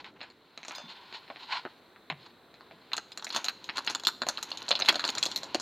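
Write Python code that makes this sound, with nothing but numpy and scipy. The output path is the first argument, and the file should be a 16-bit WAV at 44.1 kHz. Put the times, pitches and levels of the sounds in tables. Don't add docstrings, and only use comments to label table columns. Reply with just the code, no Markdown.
import sys
import numpy as np
from scipy import signal
from scipy.fft import rfft, irfft
from scipy.io import wavfile
from scipy.ndimage import uniform_filter1d

SR = 44100
rng = np.random.default_rng(int(sys.argv[2]) if len(sys.argv) > 2 else 0)


def transcribe(u):
    v = np.clip(np.atleast_2d(u).T, -1, 1)
    q = np.round(v * 32767).astype(np.int16)
    wavfile.write(sys.argv[1], SR, q)


N = 247401

# frequency in Hz, width of a single pass in Hz, gain in dB.
BLADE = [(2932, 1060, 6), (3415, 254, 11.5), (4133, 814, 15), (5160, 110, 3)]
# frequency in Hz, width of a single pass in Hz, gain in dB.
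RING = [(6070, 2500, 22), (6582, 1070, 25), (7830, 1700, 3.5)]
# frequency in Hz, width of a single pass in Hz, gain in dB.
TICK = [(8790, 350, 3), (10950, 1360, 1.5), (11950, 2000, 1.5), (14800, 2900, -17)]
# frequency in Hz, width of a single pass in Hz, gain in dB.
KNOCK = [(385, 690, -2.5), (644, 457, 1.5), (999, 514, 1.5), (1327, 560, -3), (2350, 1600, -7)]


def undb(db):
    return 10 ** (np.asarray(db) / 20)


def level(x, db):
    return x * undb(db) / np.sqrt(np.mean(x ** 2))


def fade(t, t60):
    return np.exp(-np.log(1000) * t / t60)


def resonate(x, modes, order=3):
    f = np.fft.rfftfreq(len(x), 1 / SR)
    gain = 0
    for hz, width, db in modes:
        single_pass = 1j * f * width / (hz ** 2 - f ** 2 + 1j * f * width)
        gain = gain + undb(db) * single_pass ** order
    return irfft(rfft(x) * gain, len(x))


def coloured(spectrum, db):
    hz, shape = np.transpose(spectrum)
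    f = np.maximum(np.fft.rfftfreq(N, 1 / SR), 1)
    gain = undb(np.interp(np.log(f), np.log(hz), shape))
    return level(irfft(rfft(rng.standard_normal(N)) * gain, N), db)


def grains(size, spread_db):
    return rng.standard_normal(size) * undb(spread_db * rng.exponential(size=size))


def add(track, x, s):
    i = int(s * SR)
    track[i:i + len(x)] += x[:len(track) - i]


def air():
    # frequency in Hz, relative density in dB.
    shared_spectrum = [(25, -26), (60, -16), (130, -9), (350, -1.5), (600, -7), (1500, -9), (3000, -19.5),
                       (4100, -8.5), (5000, -32), (6800, -35), (8500, -32), (10000, -32.5), (12500, -31.5),
                       (16000, -35)]
    # frequency in Hz, relative density in dB.
    apart_spectrum = [(18, -33), (30, -10), (252, -8), (2230, -14), (3980, -22.5), (6550, -22),
                      (16000, -21.5)]
    # time in seconds, low murmur in dB, all hiss in dB.
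    swell = [(0, 13, -6), (.5, 3, -4), (1.0, 0, 0.9), (3.0, 3.5, -0.2), (5.61, 13, -1.1)]
    s, *columns = np.transpose(swell)
    murmur, overall = (undb(np.interp(np.arange(N) / SR, s, db)) for db in columns)
    hiss = coloured(shared_spectrum, -60)
    low = signal.sosfilt(signal.butter(1, 500, fs=SR, output="sos"), hiss)
    shared = hiss + low * (murmur - 1)
    return overall * shared, overall * coloured(apart_spectrum, -72)


def scrape(flicker_db=2.0, slide_ring_db=-22, knock_db=1.5, ticks_per_s=320, tick_share_db=-11):
    # time in seconds, slide in dB, stray ticks in dB.
    busyness = [(0, -87, -83), (.55, -68, -94), (.7, -55.5, -65), (1.0, -57.5, -106), (1.35, -62, -101),
                (1.7, -63, -89), (2.0, -86, -90), (2.85, -66, -131), (3.3, -70, -56), (3.6, -62, -80),
                (3.901, -55, -66), (4.18, -70, -100), (4.3, -54, -69), (4.651, -53.5, -62), (4.9, -49, -69),
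                (5.3, -52, -60), (5.5, -55.5, -74)]
    # centre in seconds, nominal half length in seconds, blade in dB, knock in dB.
    slides = [(0, 0.018, -53.5, -51.5), (0.066, 0.026, -54.5, -49.5), (0.168, 0.0093, -85, -56),
              (0.229, 0.041, -59.5, -51.5), (0.737, 0.038, -81, -53), (0.903, 0.022, -48.5, -58),
              (1.152, 0.025, -45.5, -50.5), (1.418, 0.062, -54, -60), (1.536, 0.042, -39, -34.5),
              (2.232, 0.06, -58.5, -66), (3.352, 0.028, -38.5, -55), (3.367, 0.063, -59, -46),
              (3.768, 0.017, -44, -43), (3.897, 0.01, -43, -55), (4.893, 0.014, -32, -24.5),
              (5.088, 0.0071, -41, -51)]
    t = np.arange(N) / SR
    s, *columns = np.transpose(busyness)
    blade, stray = (undb(np.interp(t, s, db)) for db in columns)
    knock = blade * undb(knock_db)
    for mid, half, blade_db, body_db in slides:
        side = np.where(t < mid, 0.75 * half, 1.2 * half)
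        swell = np.exp(-((t - mid) / side) ** 2)
        blade = blade + undb(blade_db) * swell
        knock = knock + undb(body_db) * swell

    hold = SR // 90
    steps = np.repeat(rng.standard_normal(N // hold + 1), hold)[:N]
    slip = uniform_filter1d(steps, hold)
    rub = grains(N, 1.5) * undb(flicker_db * slip)

    ticks = grains(N, 1.8) * (rng.random(N) < ticks_per_s / SR)
    burst = rng.standard_normal(400) * fade(np.arange(400) / SR, 0.012)
    ticks = signal.fftconvolve(ticks, burst)[:N]

    rasp = BLADE + [(2623, 990, 3.5), (5170, 4500, -35.5)]
    parts = [(rub, rasp, blade), (rub, KNOCK[2:], knock), (rub, RING, blade * undb(slide_ring_db)),
             (ticks, BLADE, stray), (ticks, RING, stray), (ticks, TICK, stray * undb(tick_share_db))]
    return sum(level(resonate(x, modes), 0) * gain for x, modes, gain in parts)


def handled(modes):
    return [(hz * (1 + .03 * rng.standard_normal()), width, db + 3.5 * rng.standard_normal())
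            for hz, width, db in modes]


def struck(rattle, first):
    return np.r_[first * np.sqrt(np.sum(rattle ** 2)), rattle[1:]]


def clicks(bounce_db=4.5, knock_rise_s=0.024):
    # start in seconds, blade peak in dB, knock rms minus blade peak in dB,
    # ring rms minus blade peak in dB, rattle t60 in seconds.
    events = [(0.044, -37.5, -9, -31, 0.045), (0.2059, -37, -14.5, -38, 0.03),
              (0.2137, -31.5, -12.5, -42, 0.075), (0.2305, -42, -5, -24, 0.041),
              (0.3015, -43.5, -17, -29, 0.079), (0.576, -31.5, -15.5, -25, 0.049),
              (0.631, -37, -9.5, -22, 0.06), (0.6497, -38.5, -10, -15, 0.039),
              (0.6825, -32, -13, -13, 0.058), (0.709, -35, -6.5, -42, 0.057),
              (0.7507, -31.5, -25, -21.5, 0.061), (0.7827, -34.5, -10, -18.5, 0.099),
              (1.1264, -34.5, -15, -36, 0.092), (1.2792, -47, -9.5, -47, 0.045),
              (1.3012, -41.5, 1.5, -55, 0.037), (1.3602, -44, -2.5, -47, 0.1), (1.6519, -42, 6, -59, 0.047),
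              (1.9612, -56.5, 2.5, -37, 0.033), (2.1004, -26.5, -5.5, -34, 0.054),
              (2.1051, -39, -6, -48, 0.054), (2.2623, -42.5, -10.5, -29, 0.049),
              (2.5413, -42.5, -14, -32, 0.077), (2.6084, -47, -5.5, -37, 0.13),
              (2.711, -54.5, 4.5, -41, 0.037), (2.9178, -35.5, -9, -36, 0.063),
              (2.9327, -15.5, -21.5, -32.5, 0.071), (2.967, -27.5, -19.5, -13.5, 0.029),
              (2.9793, -21, -15.5, -21, 0.032), (3.119, -34, -22, -24.5, 0.037),
              (3.1747, -28, -17.5, -16.5, 0.042), (3.1956, -35, -19, -48, 0.045),
              (3.2243, -34.5, -11.5, -24, 0.052), (3.245, -29, -16.5, -10, 0.034),
              (3.2678, -27.5, -13, -37, 0.094), (3.3033, -23.5, -23, -40, 0.037),
              (3.3252, -29, -18, -23, 0.045), (3.3477, -21.5, -15.5, -24, 0.055),
              (3.3624, -18, -14, -16.5, 0.091), (3.4441, -22, -21, -15, 0.07),
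              (3.462, -25.5, -17.5, -36, 0.061), (3.484, -15.5, -20.5, -31, 0.045),
              (3.4998, -49, 1.5, -31, 0.023), (3.6421, -31, -35, -23, 0.14),
              (3.6902, -25.5, -11.5, -47, 0.054), (3.6958, -24, -14, -51, 0.032),
              (3.759, -33, -15, -23, 0.034), (3.7711, -21.5, -19, -23, 0.045),
              (3.7813, -20.5, -12.5, -26, 0.055), (3.8476, -38, -20, -15, 0.056),
              (3.8651, -31.5, -20, -16.5, 0.048), (3.8749, -16.5, -16, -45, 0.063),
              (3.8993, -25, -13, -16.5, 0.089), (3.9064, -28, -19, -20.5, 0.045),
              (3.9493, -19, -16.5, -16, 0.058), (3.9976, -30, -24, -23, 0.029),
              (4.036, -31, -13.5, -19, 0.03), (4.0503, -19, -31, -27, 0.06),
              (4.0699, -8.5, -22.5, -26, 0.06), (4.2186, -17, -15, -29, 0.052),
              (4.2671, -31, -4, -20, 0.089), (4.2873, -17.5, -15.5, -13.5, 0.047),
              (4.3733, -20.5, -33, -46, 0.037), (4.381, -29.5, -11, -29, 0.05),
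              (4.4278, -22.5, -21, -16.5, 0.067), (4.5046, -34.5, -23, -19.5, 0.02),
              (4.5163, -21, -23.5, -40, 0.093), (4.5731, -27, -37, -20, 0.065),
              (4.6194, -26.5, -22, -45, 0.023), (4.6818, -22, -22, -33, 0.076),
              (4.6892, -22, -22, -17.5, 0.045), (4.7077, -17.5, -11, -21, 0.05),
              (4.7139, -7.5, -27.5, -58, 0.051), (4.7272, -24, -19, -46, 0.07),
              (4.7531, -14, -31.5, -38, 0.084), (4.7918, -24, -16, -25, 0.034),
              (4.8, -24.5, -13, -13.5, 0.04), (4.8106, -21.5, -18.5, -40, 0.028),
              (4.8209, -12.5, -22.5, -48, 0.033), (4.8485, -29.5, -13, -24, 0.045),
              (4.8593, -21, -25, -28, 0.073), (4.8867, -5, -18.5, -31, 0.062),
              (4.8906, -4.5, -26, -31, 0.031), (4.9262, -34, -2.5, -11.5, 0.045),
              (4.9438, -22, -17, -31, 0.039), (4.956, -18.5, -16, -26, 0.037),
              (4.995, -19.5, -16, -27.5, 0.085), (5.0403, -17, -16, -31, 0.042),
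              (5.0508, -17, -19, -26, 0.087), (5.0774, -23, -20, -19, 0.045),
              (5.0898, -16.5, -19, -25, 0.037), (5.1016, -26, -37, -15, 0.035),
              (5.1516, -25.5, -17, -16.5, 0.038), (5.1741, -25, -14, -44, 0.055),
              (5.1823, -18.5, -21, -17, 0.036), (5.2278, -11.5, -29, -23.5, 0.067),
              (5.2369, -28.5, -12.5, -8.5, 0.038), (5.255, -22, -31, -14.5, 0.065),
              (5.262, -19.5, -18.5, -21, 0.063), (5.3149, -26, -23.5, -19.5, 0.07),
              (5.3607, -16.5, -26.5, -23.5, 0.067), (5.4326, -26.5, -17, -20, 0.096),
              (5.546, -14.5, -14.5, -23, 0.047), (5.5991, -28.5, -14, -12.5, 0.039)]
    cupped_until_s = 2.8
    knock_scatter, tick_scatter_db = .25, 4
    tick_follows = .65
    out, t = np.zeros(N), np.arange(8192) / SR
    onset = SR // 70
    soft = np.hanning(12)
    late = 1 - 1.2 * fade(t, knock_rise_s)
    for s, db, knock_db, ring_db, t60 in events:
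        cupped = s < cupped_until_s
        pitch_chance, tick_chance = rng.standard_normal(2)
        knock_hz = (1770 if cupped else 1300) * np.exp(knock_scatter * pitch_chance)
        tick_db = -23.5 + (-12 if cupped else 0)
        tick_db += tick_follows * ring_db + tick_scatter_db * tick_chance

        bounces = np.repeat(rng.standard_normal(128), 64)
        rattle = grains(len(t), 2.51) * undb(bounce_db * bounces)
        knock_modes = KNOCK + [(knock_hz, 1.2 * knock_hz, 3)]
        parts = [(BLADE, fade(t, t60), 1.14),
                 (knock_modes, late * fade(t, t60 * 1.5), 1.1),
                 (RING, fade(t, t60 * 1.23), 0.91),
                 (TICK, fade(t, t60 * 1.1), 0.8)]
        blade, knock, ring, tick = (resonate(struck(rattle * shape, first), handled(modes))
                                    for modes, shape, first in parts)
        knock = np.convolve(knock, soft)
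        add(out, blade / np.abs(blade).max() * undb(db), s)
        for x, part_db in [(knock, knock_db), (ring, ring_db), (tick, tick_db)]:
            add(out, x / x[:onset].std() * undb(db + part_db), s)
    return out


def free_key(start_s=.755, base_db=-57.5):
    partial_hz = [3537, 4974, 6250, 8600, 9900, 11200, 13250, 14900]
    # level above the base in dB, t60 in seconds.
    partials = [(9, 0.89), (13.5, 0.2), (3, 0.31), (-4, 0.055), (-3, 0.09), (-1, 0.05), (-7, 0.15),
                (0, 0.08)]
    out, t = np.zeros(N), np.arange(SR // 2) / SR
    for hz, (db, t60) in zip(partial_hz, partials):
        add(out, undb(base_db + db) * np.sin(2 * np.pi * hz * t) * fade(t, t60), start_s)
    return out


def thuds():
    # start in seconds, peak in dB, frequency in Hz, t60 of the noise in seconds.
    events = [(0.831, -45.5, 207, 0.23), (2.106, -41, 152, 0.25), (2.719, -55.5, 182, 1),
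              (4.89, -34.5, 332, 0.24), (5.545, -25, 343, 0.029)]
    out, t = np.zeros(N), np.arange(SR // 2) / SR
    for s, db, hz, t60 in events:
        push = rng.standard_normal(len(t)) * fade(t, t60) * (1 - fade(t, .015))
        thud = resonate(push, [(hz, hz / 1.8, 0)])
        add(out, undb(db) * thud / np.abs(thud).max(), s)
    return out


def echo(keys, t60_s=0.48, echo_db=-18.5):
    t = np.arange(SR // 2) / SR
    tail = rng.standard_normal(len(t)) * fade(t, t60_s) * (1 - fade(t, 0.024))
    tail /= np.sqrt(np.sum(tail ** 2))
    return undb(echo_db) * signal.fftconvolve(keys, tail)[:N]


def scene():
    shared, apart = air()
    keys = clicks() + free_key() + thuds()
    mid = keys + echo(keys) + scrape() + shared
    return np.array([mid + apart, mid - apart])


def record(dry):
    notch_hz, notch_width_hz, notch_depth = 10100, 900, .75
    top_hz = 16300
    band = signal.lfilter(*signal.iirpeak(notch_hz, notch_hz / notch_width_hz, fs=SR), dry)
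    low_pass = signal.ellip(10, .2, 80, top_hz, fs=SR, output="sos")
    return signal.sosfilt(low_pass, dry - notch_depth * band)


dry = scene()
out = record(dry)
transcribe(out)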